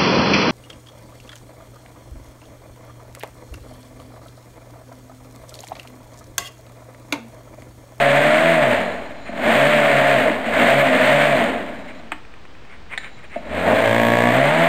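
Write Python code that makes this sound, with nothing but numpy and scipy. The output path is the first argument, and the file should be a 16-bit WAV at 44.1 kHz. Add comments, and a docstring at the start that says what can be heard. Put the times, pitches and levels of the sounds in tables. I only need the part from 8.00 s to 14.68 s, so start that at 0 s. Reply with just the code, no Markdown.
"""A model railcar's electric motor spins a two-bladed wooden propeller in a room. Already at speed,
the blades hum under a thin whine; the unbalanced shaft shakes the hollow body and rattles its bearings.
It coasts, runs up again at 1.3 s and 2.4 s, then slows and stops with a tap at 4.1 s. The mechanism
ticks, scrapes and clicks. At 5.3 s the motor restarts; near 60 turns/s the shaft buzzes with one
knock a turn, then speeds up further."""
import sys
import numpy as np
from scipy import signal
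from scipy.fft import rfft, irfft
from scipy.io import wavfile
from scipy.ndimage import uniform_filter1d

SR = 44100
rng = np.random.default_rng(int(sys.argv[2]) if len(sys.argv) > 2 else 0)


def file_out(sig):
    """Save sig as 16-bit WAV at sys.argv[1]."""
    # one column per channel
    cols = np.atleast_2d(sig).T
    # limit, then scale
    lim = np.clip(cols, -1, 1)
    pcm = np.round(lim * 32767).astype(np.int16)
    wavfile.write(sys.argv[1], SR, pcm)


N = 294588
TIME_S = np.arange(N) / SR

# Noise and contact spectra: freq_hz, relative_density_db
AIR_SPECTRUM = [(20, -25), (54, -7.5), (100, -12.5), (300, -17), (480, -19.5), (1100, -22.5), (2300, -26),
                (3900, -32), (5400, -39), (9000, -48.5), (11000, -76), (13200, -55), (15500, -57)]
RATTLE_SPECTRUM = [(150, -35), (260, 2), (380, -18), (700, -8), (1000, -2), (1300, -2.5), (1700, 3),
                   (2150, 2), (2700, -5.5), (3400, -9.5), (4200, -18.5), (5500, -35), (7300, -25),
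                   (9000, -23.5), (10200, -44.5), (11000, -62), (13200, -26.5), (15500, -57.5)]
TAP_SPECTRUM = [(150, -42), (300, 12), (420, -22), (600, -7), (730, 5), (1500, 0.5), (2800, -1.5),
                (3400, -10.5), (4200, -22), (5800, -38), (8300, -17), (10500, -46), (13500, -31),
                (16000, -40)]
CLICK_SPECTRUM = [(150, -21), (550, -7.5), (1200, -17), (1750, 6.5), (2100, 4.5), (2700, -13), (3900, -9),
                  (5500, -33), (7200, -21), (9000, -24), (10500, -57), (13200, -36), (16000, -44)]
SCRAPE_SPECTRUM = [(200, -3), (1100, 1.5), (2200, 10.5), (3300, -7), (5500, -37), (9000, -14.5),
                   (10500, -50), (15000, -29)]
# Whine and a fainter high tone: start_s, end_s, whine_hz, faint_hz, converge_hz_per_s, level_db
WHINE_SPELLS = [(-0.5, 1.45, 4110, 6915, -10, -54.5), (1.45, 4.0, 4090, 6935, -38, -60),
                (4.975, 6.68, 3880, 7145, 200, -61.5)]
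# Woody propeller tap, sharp clicks and light ticks of the mechanism: start_s, level_db
TAPS = [(4.119, -4.5)]
CLICKS = [(4.977, -3.5), (4.981, -7.5), (5.045, -17.5)]
TICKS = [(4.251, -24.5), (4.339, -22), (4.453, -22), (4.551, -26), (4.651, -24.5), (4.936, -13)]
# Mechanism scrapes: centre_s, half_width_s, level_db
SCRAPES = [(1.279, 0.023, -34.5), (3.895, 0.022, -38), (4.728, 0.04, -44.5), (4.932, 0.025, -31.5),
           (5.052, 0.035, -36.5), (5.19, 0.022, -44), (5.245, 0.014, -39.5), (5.348, 0.037, -37)]
# Dull shaft knocks: start_s, wall_db, body_db
THUMPS = [(1.287, 17, 14), (1.331, 15, 11), (5.359, 25.5, 12.5)]
# Motor runs: start_s, rattle_db, drone_db, boom_db, hum_db, hum_knee_rps, whirl_db, torque_db
RUNS = [(-0.5, -18.5, -15.5, -25, -29.5, 69, -1, 2), (1.289, -18, -16, -22.5, -30.5, 69.7, 4, 1.5),
        (2.43, -18, -16, -22, -28.5, 74.4, -0.5, 4.5), (5.34, -19, -16.5, -23.5, -26, 60.6, 6, -1.7)]
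# Shaft speed under power, one curve per run: time_s, speed_rps
PULL_CURVES = [
    [(0.0, 69.8), (0.14, 71.3), (0.244, 74.2), (0.416, 80.4), (0.49, 83.8), (0.506, 83.8), (0.58, 78.6)],
    [(1.45, 47.1), (1.548, 63.6), (1.632, 71.0), (1.704, 75.5), (1.982, 69.6), (2.1, 69.9), (2.15, 68.1)],
    [(2.5, 42.4), (2.574, 51.3), (2.698, 67.2), (2.796, 71.6), (2.966, 59.4), (3.128, 71.7), (3.29, 74.2)],
    [(5.55, 40.6), (5.668, 49.0), (5.77, 54.2), (5.902, 56.8), (6.314, 59.9), (6.588, 82.7), (6.68, 85.2)],
]
# Locking into one knock a turn: time_s, share (0-1)
LOCK_CURVE = [(0, 0.03), (5.66, 0.13), (5.8, .55), (5.9, 0.88), (6.28, 0.88), (6.4, 0.45), (6.68, 0.3)]
# Shaft harmonics: order, level_db
BLADE_ORDERS = [(1, -20), (2, 2.5), (4, -1.5), (6, -7)]
BODY_ORDERS = [(3, -11), (4, -8.5)]
WALL_ORDERS = [(7, -4), (9, -2), (10, 1), (12, 0.5)]
BUZZ_ORDERS = [(4, 1), (5, -6.5), (6, -10.5), (7, -16.5), (8, -4), (9, -8.5), (10, 1.5), (11, 0), (12, 0),
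               (13, -16), (14, -7), (15, -16), (16, -7), (17, -11.5), (19, -7)]
# Resonances: freq_hz, width_hz, gain_db
BODY_MODES = [(179.8, 6.6, 8.5), (227, 13.5, 9.5), (260.4, 21.4, 9.5), (322, 30, 3.5)]
WALL_MODES = [(475, 96, -14.5), (564.7, 23.5, -1), (615, 29.2, 4.5), (689.5, 29.8, 4), (907, 28, -11)]
STANDING_WAVES = [(138.8, 5.3, -3), (155.3, 9.3, -3.5), (164.4, 8, -11)]
# Band subtracted from the once-a-turn knock: freq_hz, width_hz, gain_db
KNOCK_NOTCH = [(1300, 300, -1.5)]

AIR_DB, REVERB_DB, REVERB_T60_S = -45, -11, 0.33
SURGE_DB, SURGE_S = 14, 0.06
COAST_S, FRICTION_RPS = 0.49, 6.0
CRITICAL_RPS, CRITICAL_WIDTH_RPS = 50.6, 2.7
HARD_PULL_RPS_PER_S, UNLOADING_RPS_PER_S, UNLOADED_DB = 280, 125, -0.83


def from_db(db):
    """Decibels to gain."""
    return 10 ** (np.asarray(db) / 20)


def unit_rms(x):
    """Scale to unit rms."""
    return x / np.sqrt(np.mean(x ** 2) + 1e-20)


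def evened(x, size=4001):
    """Hold short-term rms near 1."""
    power = uniform_filter1d(uniform_filter1d(x ** 2, size), size)
    return x / np.sqrt(np.abs(power) + 1e-4 * np.mean(x ** 2))


def curve(rows):
    """Interpolate (time_s, value) rows per sample."""
    return np.interp(TIME_S, *np.transpose(rows))


def drift(rate_hz):
    """Smooth random wander, unit rms."""
    hop = 40
    pole = np.exp(-2 * np.pi * hop * rate_hz / SR)
    noise = rng.standard_normal(N // hop + 2002)
    slow = signal.lfilter([1], [1, -2 * pole, pole * pole], noise)[2000:]
    return np.interp(np.arange(N) / hop, np.arange(len(slow)), unit_rms(slow))


def impulses(rows):
    """One impulse per (start_s, level_db) row."""
    out = np.zeros(N)
    for start_s, level_db in rows:
        out[round(start_s * SR)] += from_db(level_db)
    return out


def coloured(x, spectrum, size=4096):
    """Minimum-phase, unit-energy filter with the given spectrum."""
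    hz, db = np.transpose(spectrum)
    grid_hz = np.maximum(np.fft.rfftfreq(size, 1 / SR), 1)
    gain = from_db(np.interp(np.log(grid_hz), np.log(hz), db))
    cepstrum = irfft(np.log(gain))
    cepstrum[1:size // 2] *= 2
    cepstrum[size // 2 + 1:] = 0
    response = irfft(np.exp(rfft(cepstrum)))
    return signal.fftconvolve(x, response / np.linalg.norm(response))[:N]


def softened(x, cut_hz):
    """Soft contact: low-pass."""
    return signal.sosfilt(signal.butter(2, cut_hz, fs=SR, output="sos"), x + 1e-18)


def resonate(force, modes):
    """Parallel resonances, alternating signs."""
    out = 0
    for k, (freq_hz, width_hz, gain_db) in enumerate(modes):
        radius = np.exp(-np.pi * width_hz / SR)
        poles = [1, -2 * radius * np.cos(2 * np.pi * freq_hz / SR), radius ** 2]
        ring = signal.lfilter([1, 0, -1], poles, force + 1e-18) * (1 - radius ** 2) / 2
        out += (-1) ** k * from_db(gain_db) * ring
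    return out


def room(x):
    """Direct sound plus dense, decaying reflections after 3 ms."""
    t = TIME_S[:SR // 2]
    tail = rng.standard_normal(len(t)) * from_db(-60 * t / REVERB_T60_S) * (t > 0.003)
    return x + from_db(REVERB_DB) * signal.fftconvolve(x, tail / np.linalg.norm(tail))[:N]


def room_air():
    """Quiet, steady rush of the room."""
    return from_db(AIR_DB) * unit_rms(coloured(rng.standard_normal(N), AIR_SPECTRUM))


def whine():
    """Thin, hissy whine near 4 kHz, with a fainter tone near 7 kHz gliding the opposite way."""
    out = 0
    for start_s, end_s, whine_hz, faint_hz, converge_hz_per_s, base_db in WHINE_SPELLS:
        age_s = np.maximum(TIME_S - start_s, 0)
        shift_hz = converge_hz_per_s * age_s + 140 * drift(220)
        cycles = np.cumsum([whine_hz + shift_hz, faint_hz - shift_hz], axis=1) / SR
        tone, faint = np.sin(2 * np.pi * cycles)
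        level_db = base_db + SURGE_DB * np.exp(-age_s / SURGE_S) + 3 * drift(60) + 2 * drift(4)
        active = (TIME_S > start_s) & (TIME_S < end_s)
        out += active * from_db(level_db) * (tone + from_db(-7) * faint)
    return out


def strikes(rows, spectrum, fade_s, chatter_db):
    """Hard contacts, each followed by brief chatter of the parts."""
    t = TIME_S[:SR // 20]
    chatter = rng.standard_normal(len(t)) * np.exp(-t / fade_s)
    contact = from_db(chatter_db) * chatter / np.linalg.norm(chatter) + (t == 0)
    return coloured(signal.fftconvolve(impulses(rows), contact)[:N], spectrum)


def shaft_thumps():
    """Dull knocks ring walls and body, with a faint hard edge."""
    on_walls = impulses([(start_s, wall_db) for start_s, wall_db, _ in THUMPS])
    on_body = impulses([(start_s, body_db) for start_s, _, body_db in THUMPS])
    ring = resonate(on_walls, WALL_MODES) + resonate(on_body, BODY_MODES)
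    return softened(ring, cut_hz=1500) + from_db(-42) * coloured(on_walls, RATTLE_SPECTRUM)


def contacts():
    """Parts rub and strike while the propeller is slow or still."""
    rubbing = sum(from_db(level_db) * np.exp(-((TIME_S - centre_s) / half_width_s) ** 2)
                  for centre_s, half_width_s, level_db in SCRAPES)
    scrapes = coloured(rubbing * rng.standard_normal(N), SCRAPE_SPECTRUM)
    tap = strikes(TAPS, TAP_SPECTRUM, fade_s=0.007, chatter_db=9.5)
    clicks = from_db(4.5) * strikes(CLICKS, CLICK_SPECTRUM, fade_s=0.003, chatter_db=3)
    ticks = strikes(TICKS, SCRAPE_SPECTRUM, fade_s=0.003, chatter_db=3)
    return room(scrapes + tap + clicks + ticks + shaft_thumps())


def shaft_speed_rps():
    """Each run pulls the shaft, then drag and bearing friction slow it; the tap stops it dead."""
    rps = np.zeros(N)
    for (start_s, *_), pull in zip(RUNS, PULL_CURVES):
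        shut_s, shut_rps = pull[-1]
        pulled = curve([(start_s, np.interp(start_s, TIME_S, rps)), *pull])
        coasting = (shut_rps + FRICTION_RPS) * np.exp((shut_s - TIME_S) / COAST_S) - FRICTION_RPS
        run_rps = np.where(TIME_S < shut_s, pulled, np.maximum(coasting, 0))
        rps = np.where(TIME_S < start_s, rps, run_rps)
    stop_s, restart_s = TAPS[0][0], RUNS[-1][0]
    return rps * ((TIME_S < stop_s) | (TIME_S > restart_s))


def growth_db(rps, db_per_rps, knee_rps, width_rps=2.9):
    """Level climbs with speed, flattening to 0 dB past the knee."""
    return -db_per_rps * width_rps * np.logaddexp(0, (knee_rps - rps) / width_rps)


def motor_levels_db(rps):
    """Per-run levels, shifted by speed, torque and shaft whirl at the critical speed."""
    starts_s, *columns = np.transpose(RUNS)
    run = np.searchsorted(starts_s, TIME_S) - 1
    settings = [uniform_filter1d(column[run], size=4001) for column in columns]
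    rattle_db, drone_db, boom_db, hum_db, hum_knee_rps, whirl_db, torque_db = settings
    accel_rps_per_s = uniform_filter1d(np.gradient(rps) * SR, size=3001)
    torque_db *= np.tanh(accel_rps_per_s / HARD_PULL_RPS_PER_S)
    unloaded_db = UNLOADED_DB * np.clip(-accel_rps_per_s / UNLOADING_RPS_PER_S, 0, 1) ** 2
    whirl_db *= np.exp(-((rps - CRITICAL_RPS) / CRITICAL_WIDTH_RPS) ** 2)
    rattle_db += growth_db(rps, db_per_rps=0.7, knee_rps=54.4) + torque_db + unloaded_db
    drone_db += growth_db(rps, db_per_rps=0.52, knee_rps=57.6) + whirl_db + 0.49 * torque_db
    boom_db += growth_db(rps, db_per_rps=0.53, knee_rps=59.6) + 0.88 * whirl_db
    hum_db += growth_db(rps, db_per_rps=0.6, knee_rps=hum_knee_rps)
    return rattle_db, drone_db, boom_db, hum_db


def shaft_tones(turns, orders, rough, flutter_hz, scatter_turns=1):
    """Wavering shaft harmonics; low scatter sums them to one pulse a turn."""
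    out = 0
    for order, level_db in orders:
        angle = 2 * np.pi * (order * turns + scatter_turns * rng.random())
        in_phase = (1 + rough * drift(flutter_hz)) * np.sin(angle)
        quadrature = rough * drift(flutter_hz) * np.cos(angle)
        out += from_db(level_db) * (in_phase + quadrature)
    return out


def loose_knocks(rps, turns, per_turn=9):
    """Random bearing hits over noise: denser with speed, swelling once a turn."""
    hits = rng.random(N) < per_turn * np.maximum(rps, 20) / SR
    knocks = evened(hits * rng.standard_normal(N).clip(-1, 1))
    force = knocks + from_db(4.5) * rng.standard_normal(N)
    return force * from_db(1.1 * drift(15) + 0.85 * np.sin(2 * np.pi * turns))


def locked_knocks(turns, fade_turns=0.17, chatter=0.2, variety=0.5, size=760):
    """One hard strike a turn, then softer chatter, much alike each time."""
    phase = (turns + 0.5) % 1
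    repeated = rng.standard_normal(size)[(phase * size).astype(int)]
    envelope = np.exp(-phase / fade_turns) + chatter
    return evened(envelope * (repeated + variety * rng.standard_normal(N)))


def blade_hum(turns):
    """Blade tones, swelled and cancelled in turn by standing waves."""
    blades = shaft_tones(turns, BLADE_ORDERS, rough=0.25, flutter_hz=8.8)
    return blades + resonate(blades, STANDING_WAVES)


def body_boom(turns, loose, steady):
    """The hollow body booms as orders 3 and 4 cross its modes; loose knocks add rumble."""
    sway = resonate(shaft_tones(turns, BODY_ORDERS, rough=0.13, flutter_hz=22), BODY_MODES)
    rumble = from_db(2 - 15 * steady ** 2) * evened(resonate(loose, BODY_MODES))
    return steady * sway + rumble


def wall_drone(turns, loose, steady, lock, free):
    """Shaft orders sweep the wall modes, knocks add clatter; a locked shaft buzzes instead."""
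    singing = shaft_tones(turns, [(8, 0)], rough=0.2, flutter_hz=12)
    force = from_db(6.5) * singing + shaft_tones(turns, WALL_ORDERS, rough=0.54, flutter_hz=24.8)
    tones = evened(resonate(force, WALL_MODES))
    clatter = evened(room(resonate(loose, WALL_MODES)))
    clatter += from_db(1) * evened(resonate(rng.standard_normal(N), [(558, 260, 0)]))  # damped mode
    drone = evened(steady * tones + from_db(-8.5) * softened(clatter, cut_hz=1570))
    buzz = unit_rms(shaft_tones(turns + 0.4, BUZZ_ORDERS, rough=0.22, flutter_hz=14, scatter_turns=0.3))
    return free ** 2 * drone + lock * (from_db(2.5) * buzz + from_db(-15.5) * clatter)


def bearing_rattle(turns, loose, lock, free):
    """Random knocks give way to one a turn; a thin, wavering 13 kHz sizzle follows the rattle's level."""
    regular = unit_rms(coloured(locked_knocks(turns), RATTLE_SPECTRUM))
    regular = unit_rms(regular - resonate(regular, KNOCK_NOTCH))
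    irregular = evened(room(coloured(loose, RATTLE_SPECTRUM)))
    treble = signal.butter(2, [12500, 14400], "band", fs=SR, output="sos")
    sizzle = from_db(-30.5 + 2.2 * drift(6)) * unit_rms(signal.sosfilt(treble, loose))
    return free ** 1.4 * irregular + lock * regular + sizzle


def motor():
    """One shaft drives bearings, body, walls and blades."""
    rps = shaft_speed_rps()
    turns = np.cumsum(rps) / SR
    rattle_db, drone_db, boom_db, hum_db = motor_levels_db(rps)
    lock = curve(LOCK_CURVE)
    free = np.sqrt(1 - lock ** 2)
    steady = np.maximum(np.clip(rps / 70, 0, 1) ** 4, lock)  # shaft forces outweigh knocks at speed
    stirred = np.clip(rps / 40, 0, 1) ** 0.56  # a slow shaft barely stirs the walls
    loose = loose_knocks(rps, turns)
    rattle = from_db(rattle_db) * bearing_rattle(turns, loose, lock, free)
    boom = from_db(boom_db) * body_boom(turns, loose, steady)
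    drone = from_db(drone_db) * wall_drone(turns, loose, steady, lock, free)
    hum = from_db(hum_db) * blade_hum(turns)
    return np.clip(rps / 12, 0, 1) * (rattle + boom + stirred * drone + hum)


def scene():
    """Railcar over room air, mono."""
    return (room_air() + motor() + whine() + contacts())[None]


def record(dry):
    """Soft clip, converter offset, steep low-pass."""
    ceiling, dc_offset, cutoff_hz = 1.3, -0.016, 15700
    lowpass = signal.ellip(10, 0.1, 80, cutoff_hz, fs=SR, output="sos")
    return signal.sosfilt(lowpass, ceiling * np.tanh(dry / ceiling) + dc_offset)


dry = scene()
out = record(dry)
file_out(out)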